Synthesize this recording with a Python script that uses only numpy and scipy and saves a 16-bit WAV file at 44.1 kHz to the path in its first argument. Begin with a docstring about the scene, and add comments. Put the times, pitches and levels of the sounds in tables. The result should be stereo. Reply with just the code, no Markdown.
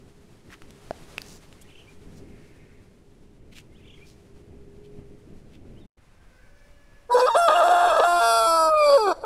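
"""A rooster close by gives one long crow in a leafy farmyard, just after a far rooster calls.
The crow has two short syllables, a rasping stretch and a held note that splits into subharmonics and sinks;
it is a train of air pulses filtered by throat resonances. Before it, the level dips briefly almost to silence.
Around it are noise-burst rustles and puffs, damped clicks, a small bird's frequency-modulated trills, faint
chatter of far birds, and a bed of filtered noise for far traffic and air in the trees, with a motor's hum."""
import sys
import numpy as np
from scipy import signal
from scipy.fft import rfft, irfft, next_fast_len
from scipy.io import wavfile
from scipy.ndimage import uniform_filter1d

SR = 44100
rng = np.random.default_rng(int(sys.argv[2]) if len(sys.argv) > 2 else 0)


def waveform_to_disk(signal):
    """Save audio, clipped to [-1, 1], as 16-bit WAV at the path in sys.argv[1]."""
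    frames = np.transpose(np.atleast_2d(signal))
    scaled = np.clip(frames, -1, 1) * 32767
    samples = np.round(scaled).astype(np.int16)
    wavfile.write(sys.argv[1], SR, samples)


N = 407925  # samples
T = np.arange(N) / SR  # seconds
CUTOFF_HZ = 15800  # upper limit of the sound
# The brief near-silence: its start and end in seconds.
SILENCE = (5.86, 5.975)


def from_db(db):
    """Logarithmic level: decibels become an amplitude gain."""
    return 10 ** (np.asarray(db) / 20)


def rms_one(x):
    """Power normalization: scale to unit mean square."""
    return x / np.sqrt(np.mean(x ** 2) + 1e-20)


def in_time(rows, t=T):
    """Linear interpolation: the columns of a time curve, read at times t."""
    times, *columns = np.transpose(rows)
    return [np.interp(t, times, column) for column in columns]


def at_hz(points, hz):
    """Logarithmic frequency scale: interpolate a spectrum along it."""
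    f, value = np.transpose(points)
    return np.interp(np.log(hz), np.log(f), value)


def shaped(x, response):
    """Linear filtering: multiply the spectrum by a response given as a function of frequency."""
    size = next_fast_len(x.shape[-1] + 4096, True)
    hz = np.maximum(np.arange(size // 2 + 1) * SR / size, 1)
    return irfft(rfft(x, size) * response(hz), size)[..., :x.shape[-1]]


def drift(rate, t=T):
    """Slow random modulation: spread 1, with a new random target rate times a second."""
    knots = rng.standard_normal(16384)
    return rms_one(np.interp((t - t[0]) * rate, np.arange(len(knots)), knots))


def pulses(phase, pitch):
    """Pulse train: one sharp puff a cycle gives nearly equal harmonics up to about 17 kHz."""
    count = np.floor(17000 / pitch)
    cycle = (phase / (2 * np.pi) + .5) % 1 - .5
    return (count + .5) * np.sinc((2 * count + 1) * cycle) - .5


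def placed(x, left_db, lag_ms=0):
    """Interaural cues: a level difference, and a delay on the right, set the direction."""
    right = shaped(x, lambda hz: np.exp(-2j * np.pi * hz * lag_ms / 1e3))
    return np.array([x * from_db(left_db / 2), right * from_db(-left_db / 2)])


def scatter(x, wet_db, t60):
    """Diffuse reflection: ground, trunks and fence return a short exponentially decaying tail."""
    t = np.arange(SR // 2) / SR
    tail = rng.standard_normal((2, len(t))) * from_db(-60 * t / t60) * (t > .002)
    tail /= np.sqrt(np.sum(tail ** 2, axis=1, keepdims=True))
    return x + from_db(wet_db) * signal.fftconvolve(x, tail, axes=1)[:, :x.shape[1]]


# Five frequency bands of the voice. Each row: upper edge in Hz, trim in dB, attack at the start of the
# crow in seconds, dB per octave of pitch, dB per unit of beak opening.
REGISTERS = [(859, -.5, 0.013, -2.5, -8), (1920, 2.5, 0.033, 1, 3), (3650, -15.5, 0.11, 7, -9),
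             (7010, -23.5, 0.075, 2, -4), (16100, -21, 0.051, 14, 0.5)]
# Difference between the sides. Each row: frequency in Hz, left minus right in dB.
BEARING = [(400, -4.5), (3300, -7), (7500, -7), (10300, 5.5), (14500, -4.5)]
# Beak in the held note. Each row: time in seconds, opening relative to the usual one (0).
BEAK = [(8.1, 0.29), (8.25, 0.3), (8.58, 0.91), (8.76, 0.32), (8.9, -0.24), (8.97, -0.75)]
# Third register in the held note. Each row: time in seconds, level in dB.
UPPER_MIDS = [(8.434, 5), (8.746, -8), (8.762, 2.5), (8.834, 7.5), (8.955, -16)]
# Two top registers in the held note. Each row: time in seconds, level in dB.
TREBLE = [(8.164, -1.5), (8.284, 5), (8.648, 2.5), (8.732, -13.5), (8.866, 1), (8.955, -0.5)]
# The held note: its start and end in seconds.
HELD_S = (8.032, 8.977)
USUAL_HZ, CROW_S = 706, 7.087  # reference pitch, start of the crow
EBB_S, EBB_LENGTH_S, EBB_DB = 7.329, 0.0083, -5  # the pressure ebbs before the third syllable


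def rooster(flutter_db=2.37):
    """Source and filter: the syrinx drives the throat; effort, pitch and beak set each register's level."""
    t = T[7 * SR:]
    pitch, level_db, chest_db, bright_db, rasp, surge_db = notes(t)
    source = syrinx(t, pitch, rasp)
    voice = neck(source, t)
    out = band_flares(source, t)
    unsteady = np.sqrt(np.minimum(rasp, 1))
    held = uniform_filter1d(((t > HELD_S[0]) & (t < HELD_S[1])) * 1., size=600)
    beak = held * in_time(BEAK, t)[0]
    mids_db = held * in_time(UPPER_MIDS, t)[0]
    treble_db = bright_db + held * in_time(TREBLE, t)[0]
    colours_db = chest_db + surge_db, surge_db, mids_db, treble_db, treble_db
    octaves = np.log2(pitch / USUAL_HZ)
    low = 100  # Hz, lower edge of the first register
    for (high, trim_db, attack_s, octave_db, beak_db), colour_db in zip(REGISTERS, colours_db):
        part = shaped(voice, lambda hz: 1 / (1 + (low / hz) ** 20) / (1 + (hz / high) ** 20))
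        # dividing by the running power lets the level curves alone set the loudness
        power = uniform_filter1d(uniform_filter1d(part ** 2, size=400), size=400)
        db = level_db + trim_db + colour_db + octave_db * octaves + beak_db * beak
        db = db + flutter_db * unsteady * drift(70, t)
        attack = np.clip((t - CROW_S) / attack_s, 0, 1) ** 2.06
        out = out + part / np.sqrt(np.abs(power) + 1e-12) * from_db(db) * attack
        low = high
    out = out * from_db(EBB_DB * np.exp(-((t - EBB_S) / EBB_LENGTH_S) ** 2))
    # the windpipe smears each puff in time: the higher parts arrive later
    out = shaped(out, lambda hz: np.exp(-1j * (hz / 1500) ** 2))
    out = placed(out, left_db=6.0, lag_ms=0.22)
    out = shaped(out, lambda hz: from_db(at_hz(BEARING, hz) * np.array([[.5], [-.5]])))
    out = np.array([out[0], shaped(out[1], phase_turn)])
    # dry leaves scatter the treble far more than the low tones
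    treble = shaped(out, lambda hz: 1 / (1 + (3000 / hz) ** 4))
    out = scatter(out - treble, wet_db=-19.5, t60=0.2) + scatter(treble, wet_db=2.0, t60=0.038)
    return np.pad(out, ((0, 0), (N - len(t), 0)))


# The syrinx jumps from note to note, each lasting until the next, and ends in a faint rattle and a cluck.
# Each row: start in seconds, pitch in Hz, end pitch in Hz, level in dB, chest tone in dB, brightness
# in dB, rasp against tone in dB, crack at the start in dB.
NOTES = [(7.093, 490, 485.8, -18.5, -13, 5, -27.5, -12), (7.142, 501.3, 490, -18.5, 4, -0.5, -23, -29),
         (7.172, 482.2, 495.2, -18, -4, 1, -9, -9), (7.219, 499, 510, -21.5, 4, 0, -24.5, -26),
         (7.264, 629, 572.7, -19, -7.5, -9, -13, -7), (7.295, 463, 451.9, -21.5, -21, -1, -25.5, -24),
         (7.348, 557, 689.6, -18.5, 2, -5.5, -11.5, -12.5), (7.371, 695, 665.3, -20, 1, -1, -24.5, -28),
         (7.481, 613, 622.8, -17, -3.5, -5.5, -10.5, -1.5), (7.546, 702.3, 705, -18.5, 1.5, -6, -11, -15),
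         (7.88, 693.7, 632.2, -18, -2, -5, -10.5, -17), (8.032, 698.3, 552, -19.5, 2.5, -0.5, -23.5, -10),
         (8.976, 445, 386.5, -23, -2.5, 3.5, -32, -30), (9.068, 391.4, 288, -21.5, -2.5, 4, -12, -22),
         (9.128, 301.3, 297, -50.5, 6.5, 15, -0.5, -28), (9.235, 440, 424, -33, 2, -8, -3, -15.5)]
# The voice sinks and grows hoarse for a moment. Each row: centre in seconds, time scale of the
# bell-shaped dip in seconds, share of the pitch lost.
STUMBLES = [(7.627, .012, .15), (7.688, 0.0086, 0.07), (7.926, 0.0084, .14), (7.956, .011, .13),
            (8.001, .013, .27), (8.917, 0.031, 0.0041)]
STUMBLE_RASP_DB = 9.5
SAG_POWER, SLUR_S, CRACK_S = 2.05, 0.0097, 0.0232  # pitch gives way ever faster; notes blend; a crack settles
SURGE_DB = 5  # a full crack lifts the two low registers


def notes(t):
    """Register jumps: every note cracks as it begins, may stumble, and bends towards its end."""
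    rows = np.array(NOTES)
    which = np.maximum(np.searchsorted(rows[:, 0], t) - 1, 0)
    start, hz, end_hz, level_db, chest_db, bright_db, rasp_db, crack_db = rows[which].T
    age = np.maximum(t - start, 0)
    length = np.diff(rows[:, 0], append=N / SR)[which]
    pitch = hz + (end_hz - hz) * (age / length) ** SAG_POWER
    crack = from_db(crack_db) * np.exp(-(age / CRACK_S) ** 2)
    for s, span, drop in STUMBLES:
        stumble = np.exp(-((t - s) / span) ** 2)
        pitch = pitch * (1 - drop * stumble)
        rasp_db = rasp_db + STUMBLE_RASP_DB * stumble
    rasp = from_db(rasp_db) + crack
    controls = np.array([pitch, level_db, chest_db, bright_db, rasp, SURGE_DB * crack])
    return uniform_filter1d(controls, size=max(int(SLUR_S * SR), 1))


# Subharmonic grouping of the pulses. Each row: start in seconds, end in seconds, pulses per group,
# accent on the first in dB.
GROUPING = [(7.525, 8.051, 2, -12), (8.074, 8.194, 2, -5), (8.21, 8.467, 3, -10.5), (8.468, 8.694, 2, -3),
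            (8.86, 8.957, 2, -12.5)]
# The voice flips up an octave. Each row: start in seconds, end in seconds, remaining odd harmonics in dB.
SQUEAKS = [(7.114, 7.144, -34), (7.276, 7.354, -12)]


def syrinx(t, pitch, rasp, jitter=.04, waver=0.0017, shimmer=0.72, hiss_db=-17, switch_s=0.016,
           sharper_db=13, lurch=.045, tear=0.52, breath_db=-4):
    """Nonlinear oscillation: pulses fall into pairs, triplets or an irregular rasp with turbulent noise."""
    unsteady = np.minimum(rasp, 1)
    wobble = jitter * unsteady * drift(260, t) + waver * drift(300, t) + lurch * unsteady * drift(50, t)
    pitch = pitch * (1 + wobble)
    # each puff comes a little early or late, which tears the upper harmonics first
    phase = 2 * np.pi * np.cumsum(pitch) / SR + tear * unsteady * drift(750, t)
    during = lambda start, end: np.clip(np.minimum(t - start, end - t) / switch_s + .5, 0, 1)
    voice = pulses(phase, pitch)
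    for start, end, odd_db in SQUEAKS:
        octave_up = pulses(2 * phase, 2 * pitch)
        voice += during(start, end) * (1 - from_db(odd_db)) * (octave_up - voice)
    accents = 0
    for start, end, size, accent_db in GROUPING:
        size = round(size)
        accents += from_db(accent_db) * during(start, end) * pulses(phase / size, pitch / size)
    # accented pulses are sharper too
    voice += shaped(accents, lambda hz: from_db(sharper_db / (1 + (3500 / hz) ** 8)))
    voice *= np.sqrt(pitch / SR) * 2 * (1 + shimmer * unsteady * drift(180, t))
    # air tears through the gap once a cycle, in uneven bursts; in the treble it hisses even on clear notes
    turbulence = rms_one(rng.standard_normal(len(t)) * (1 + np.cos(phase)))
    hiss = shaped(turbulence, lambda hz: 1 / (1 + (5000 / hz) ** 4))
    tearing = turbulence + shaped(turbulence, lambda hz: 2 / (1 + (2600 / hz) ** 6))
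    bursts = from_db(1.5 * drift(130, t))
    breath = from_db(breath_db) * np.tanh(rasp * 2) / 2 * tearing * bursts
    return voice + breath + from_db(hiss_db) * hiss


# Windpipe and beak resonances. Each row: width scale in Hz, then frequency in Hz and level in dB with
# the neck upright, then frequency in Hz and level in dB with the neck stretched.
THROAT = [(58.1, 350, -40, 385, -8), (280, 591, 19.5, 562, 18.5), (184, 1224, -0.5, 1209, -2.5),
          (178, 1658, 3.5, 1464, -1), (241, 2722, -14.5, 2437, -8.5), (603, 3450, -17, 3290, -15.5),
          (563, 4480, -15.5, 4540, -15), (325, 5450, -15, 5880, -22), (250, 6340, -18.5, 6750, -29),
          (297, 7300, -22.5, 7000, -22.5), (370, 7860, -30.5, 7680, -14.5), (745, 8750, -32, 9100, -20),
          (1240, 10930, -35, 10920, -21.5), (810, 13700, -42, 14150, -31.5)]
# Throat antiresonances (a positive level is a bump). Each row: width scale in Hz, then frequency in Hz
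# and level in dB with the neck upright, then the same two with the neck stretched.
NOTCHES = [(298, 1950, 0, 1950, -2.5), (114, 2970, -9, 2964, -19), (170, 4200, -4, 3860, 1),
           (170, 4980, -18, 4790, -4), (405, 7700, 0.5, 6350, -15)]


def throat(hz, stretch):
    """Formants and antiresonances: steep peaks and notches follow the neck, above a steep low cut."""
    now = lambda upright, stretched: upright + stretch * (stretched - upright)
    peaks = notch_db = 0
    for width, f, db, f2, db2 in THROAT:
        peaks = peaks + from_db(now(db, db2)) / (1 + ((hz - now(f, f2)) / width * 1.16) ** 2) ** 2
    for width, f, db, f2, db2 in NOTCHES:
        notch_db = notch_db + now(db, db2) * np.exp(-((hz - now(f, f2)) / width) ** 2)
    return peaks * from_db(notch_db) / np.sqrt(1 + (290 / hz) ** 10)


# The neck stretches forward: start and end in seconds.
NECK_S = (8.05, 8.43)


def neck(x, t, wander=0.0081):
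    """Time-varying filtering: resonances wander a little and glide as the neck stretches."""
    hz, s, frames = signal.stft(x, SR, nperseg=1024)
    wandering_hz = np.maximum(hz, 1)[:, None] * (1 + wander * drift(18, s))
    gain = throat(wandering_hz, np.interp(s + t[0], NECK_S, (0, 1)))
    return signal.istft(frames * gain, SR)[1][:len(x)]


# Bands of the voice that swell briefly. Each row: centre in seconds, time scale of the swell in seconds,
# level in dB, centre frequency in Hz, width scale in Hz.
FLARES = [(7.133, .012, -39, 4130, 700), (7.202, 0.01, -37, 4720, 1090), (7.237, 0.018, -41, 2450, 200),
          (7.268, 0.0086, -40.5, 4720, 800), (7.339, 0.04, -42, 3700, 200), (7.382, 0.017, -40, 8900, 1100),
          (7.556, 0.016, -24.5, 2840, 150), (8.423, 0.26, -39.5, 4880, 840),
          (8.891, 0.091, -35.5, 4670, 260), (9.017, 0.014, -40.5, 4720, 200)]


def band_flares(source, t):
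    """Resonance: single narrow or broad bands of the voice, from 2.4 to 9 kHz, swell briefly."""
    out = 0
    for s, length, db, centre_hz, width_hz in FLARES:
        band = shaped(source, lambda hz: 1 / (1 + ((hz - centre_hz) / width_hz) ** 2) ** 2)
        swell = np.exp(-((t - s) / length) ** 2)
        out = out + band * swell * from_db(db) / np.sqrt(np.average(band ** 2, weights=swell))
    return out


def phase_turn(hz, centre_hz=2400, width=200):
    """All-pass resonance: the phase turns once round and the level stays the same."""
    detuning = (hz - centre_hz) / width
    return (1j * detuning - 1) / (1j * detuning + 1)


# Course of the far call. Each row: time in seconds, pitch in Hz, level in dB.
FAR_CROW = [(6.07, 508, -83), (6.24, 539, -75.5), (6.34, 493, -67.5), (6.42, 576.3, -68.5),
            (6.6, 577.5, -66.5), (7.1, 563, -72.5), (7.3, 540, -88)]
# Spectrum of the far call. 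Each row: frequency in Hz, gain in dB.
FAR_COLOUR = [(580, -4), (1150, -17), (1480, 3), (1730, -4), (2300, -12.5), (4200, -30), (5200, -18),
              (8000, -33)]


def far_rooster():
    """Propagation loss: another pulsed crow, thinned and blurred by distance."""
    pitch, level_db = in_time(FAR_CROW)
    pitch = pitch * (1 + 0.00596 * drift(73))
    puffs = pulses(2 * np.pi * np.cumsum(pitch) / SR, pitch)
    voice = shaped(puffs, lambda hz: from_db(at_hz(FAR_COLOUR, hz)))
    call = rms_one(voice) * from_db(level_db) * (T > SILENCE[1])
    return scatter(placed(call, left_db=-1.5), wet_db=10.5, t60=1.0)


# A small bird's trills. Each row: start in seconds, length in seconds, level in dB.
TRILLS = [(1.639, 0.25, -51), (3.777, 0.26, -50)]
# Course of a trill. Each row: share of its length, pitch in Hz before each side's ratio, level in dB.
TRILL_SHAPE = [(0, 2300, -13), (.2, 2890, -11.5), (.27, 3150, -5.5), (.64, 3130, -5), (1, 2750, -19)]


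def small_bird(warble_hz=31.1, depth=0.074, second_db=-6):
    """Frequency modulation: two sides of a small syrinx warble out of step, amid gliding whistles."""
    out = whistles()
    for start, length, db in TRILLS:
        at = np.flatnonzero((T > start) & (T < start + length))
        t = T[at] - start
        pitch, level_db = in_time(TRILL_SHAPE, t / length)
        for ratio, side_db, turn in ((0.99, 0, 0.0089), (.79, second_db, np.pi)):
            warble = depth * np.sin(2 * np.pi * warble_hz * t + turn) + 0.0493 * drift(400, t)
            phase = 2 * np.pi * np.cumsum(ratio * pitch * (1 + warble)) / SR
            tone = np.sin(phase) + from_db(-16.5) * np.sin(2 * phase)
            gain = from_db(db + side_db + level_db + 5.3 * drift(118.8, t))
            out[at] += gain * tone * signal.windows.tukey(len(t), .06)
    return scatter(placed(out, left_db=-5.5, lag_ms=-0.092), wet_db=-5.5, t60=0.4)


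# Rising notes round each trill. Each row: seconds after its start, first pitch in Hz, last pitch in Hz,
# level against the trill in dB.
TRILL_NOTES = [(-.07, 2000, 2300, -13.5), (-.038, 2500, 4220, -6.5), (0.223, 2200, 2550, 0.5)]
# Whistles up, then down. Each row: start in seconds, first pitch in Hz, last pitch in Hz, level in dB.
WHISTLES = [(5.755, 2700, 3400, -57.5), (5.797, 3950, 3370, -57)]


def whistles(sweep_s=.05):
    """Exponential chirps: short gliding notes, round the trills and on their own."""
    out, t = np.zeros(N), np.arange(int(sweep_s * SR)) / SR
    round_trills = [(start + after, from_hz, to_hz, db + note_db)
                    for start, _, db in TRILLS for after, from_hz, to_hz, note_db in TRILL_NOTES]
    for s, from_hz, to_hz, db in round_trills + WHISTLES:
        at = round(s * SR)
        glide = signal.chirp(t, from_hz, sweep_s, to_hz, "logarithmic")
        out[at:at + len(t)] += from_db(db) * glide * np.hanning(len(t))
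    return out


# Knocks and snapping stalks. Each row: time in seconds, ring level in dB, ring pitch in Hz,
# decay time of the ring in seconds (to about -67 dB).
CLICKS = [(.503, -42, 1830, 0.022), (0.62, -28, 1830, 0.00084), (0.7068, -31.5, 3650, 0.0016),
          (0.9089, -15.5, 656, 0.019), (1.181, -16, 2600, 0.0086), (1.2183, -24, 4700, 0.0044),
          (1.527, -35, 2900, 0.003)]


def clicks(crack_db=-13, crack_decay_s=0.0088):
    """Impulsive excitation: each knock is a brief noisy crack and one quickly damped mode."""
    out, t = np.zeros(N), np.arange(SR // 10) / SR
    for s, db, hz, decay_s in CLICKS:
        ring = np.sin(2 * np.pi * hz * t) * 0.00044 ** (t / decay_s)
        lowpass = signal.butter(2, min(3 * hz, CUTOFF_HZ), fs=SR, output="sos")
        crack = rms_one(signal.sosfilt(lowpass, rng.standard_normal(len(t))))
        crack = crack * 0.0013 ** (t / crack_decay_s)
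        at = round(s * SR)
        out[at:at + len(t)] += from_db(db) * (ring + from_db(crack_db) * crack)
    return scatter(placed(out, left_db=-6.5), wet_db=-18, t60=0.35)


# Rustles of leaves and, in the last two rows, faint chirp-like puffs of noise. Each row: centre in
# seconds, time scale of the swell in seconds, level in dB before the balance of the sides,
# nominal band frequency in Hz.
RUSTLES = [(0.529, 0.036, -44.5, 1860), (1.313, 0.088, -48.5, 6300), (1.62, 0.0099, -48.5, 8800),
           (2.179, 0.033, -56, 5770), (3.53, 0.015, -52, 2850), (3.578, 0.041, -46, 3000),
           (3.579, 0.04, -55.5, 7540), (4.1, 0.055, -56, 5360), (4.854, 0.026, -61, 3140),
           (5.548, 0.037, -58.5, 3020)]


def rustles_and_puffs(grain_db=3.5):
    """Granular noise: each event is a swell of crackly band-passed noise."""
    out = np.zeros((2, N))
    for s, length, db, hz in RUSTLES:
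        at = np.flatnonzero(abs(T - s) < .3)
        crackle = rng.standard_normal((2, len(at))) * from_db(grain_db * drift(900, T[at]))
        band = signal.butter(1, [hz * 0.73, min(hz * 1.12, CUTOFF_HZ)], "band", fs=SR, output="sos")
        swell = np.exp(-2 * ((T[at] - s) / length) ** 2)
        out[:, at] += rms_one(signal.sosfilt(band, crackle)) * from_db(db) * swell
    return out * from_db([[-2.5], [2.2]])


# Far birds chatter. Each row: centre in seconds, half-length of the swell in seconds, level in dB.
CHATTER = [(2.54, 0.33, -68)]


def far_birds(centre_hz=2120, spread=0.15):
    """Incoherent superposition: six wavering voices, blurred by distance."""
    voices = 0
    for _ in range(6):
        pitch = centre_hz * (1 + spread * drift(160))
        voices = voices + np.sin(2 * np.pi * np.cumsum(pitch) / SR)
    swell = sum(from_db(db) * np.exp(-((T - s) / length) ** 4) for s, length, db in CHATTER)
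    return scatter(placed(rms_one(voices) * swell, left_db=-3.5), wet_db=2.5, t60=0.17)


# Spectrum of far traffic until the silence ends. Each row: frequency in Hz, relative density in dB per Hz.
TRAFFIC = [(20, 8), (38, -4), (86, -2.5), (370, -8), (440, -11.5), (646, -20.5), (1140, -34), (2500, -32.5),
           (3250, -40.5), (5500, -120)]
# Spectrum of far traffic afterwards. Each row: frequency in Hz, relative density in dB per Hz.
TRAFFIC_LATER = [(20, 4), (90, -13), (300, -21.5), (600, -26.5), (2500, -31.5), (5000, -63)]
# Spectrum of air in the trees. Each row: frequency in Hz, relative density in dB per Hz.
AIR = [(500, 7.5), (4000, -2), (10000, -7.5), (15500, -21.5)]
# Far traffic until the silence ends. Each row: time in seconds, level in dB.
TRAFFIC_LEVEL = [(1.72, -49.5), (2.2, -43), (2.61, -45.5), (2.86, -49), (3.76, -49), (4.59, -46),
                 (5.65, -44.5)]
# Air in the trees until the silence ends. 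Each row: time in seconds, level in dB.
AIR_LEVEL = [(0.4, -59), (1.21, -48.5), (1.34, -54), (3.45, -66.5), (4.03, -60.5), (4.61, -64)]
# A motor's hum. Each row: time in seconds, amplitude in dB.
HUM = [(1.2, -60), (3.6, -64), (4.9, -49), (5.8, -71)]
TRAFFIC_LATER_DB, AIR_LATER_DB = -49.5, -63.5  # levels after the silence


def yard(hum_hz=407):
    """Broadband noise: far traffic and a motor's hum under the soft hiss of air in the trees."""
    early = T < SILENCE[1]
    traffic_before = stereo_noise(TRAFFIC) * from_db(in_time(TRAFFIC_LEVEL)[0])
    traffic_after = stereo_noise(TRAFFIC_LATER) * from_db(TRAFFIC_LATER_DB)
    traffic = np.where(early, traffic_before, traffic_after)
    air_db = np.where(early, in_time(AIR_LEVEL)[0], AIR_LATER_DB)
    air = stereo_noise(AIR) * from_db(air_db + 1.2 * drift(30)) * from_db([[-1.2], [1.2]])
    hum = np.sin(2 * np.pi * np.cumsum(hum_hz + 5 * drift(16)) / SR)
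    hum = hum * from_db(in_time(HUM)[0] + 2 * drift(2.65))
    return traffic * from_db(1.7 * drift(15)) + air + hum * early


# Likeness of the two sides in diffuse noise. Each row: frequency in Hz, correlation (1 = identical).
LIKENESS = [(25, 0.035), (130, 0.95), (300, 0.33), (1400, 0)]


def stereo_noise(spectrum):
    """Diffuse-field coherence: mid and side noise set how alike the two ears are at each frequency."""
    likeness = lambda hz: np.clip(at_hz(LIKENESS, hz), -.99, .99)
    density = lambda hz: from_db(at_hz(spectrum, hz))
    mid = shaped(rng.standard_normal(N), lambda hz: density(hz) * np.sqrt(1 + likeness(hz)))
    side = shaped(rng.standard_normal(N), lambda hz: density(hz) * np.sqrt(1 - likeness(hz)))
    return rms_one(np.array([mid + side, mid - side]))


def scene():
    """Superposition: all sources in the yard add."""
    return rooster() + far_rooster() + small_bird() + clicks() + rustles_and_puffs() + far_birds() + yard()


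def record(dry):
    """Saturation and band limiting: peaks round off above the bass, the level dips, the top is cut."""
    shaved = dry - dry / (1 + (dry / .64) ** 10) ** (1 / 10)
    dry = dry - shaped(shaved, lambda hz: 1 / (1 + (250 / hz) ** 8))
    is_on = uniform_filter1d(((T < SILENCE[0]) | (T > SILENCE[1])) * 1., size=600)
    dipped = dry * np.maximum(is_on, from_db(-50))
    return shaped(dipped, lambda hz: np.clip((CUTOFF_HZ - hz) / 200, 0, 1))


dry = scene()
out = record(dry)
waveform_to_disk(out)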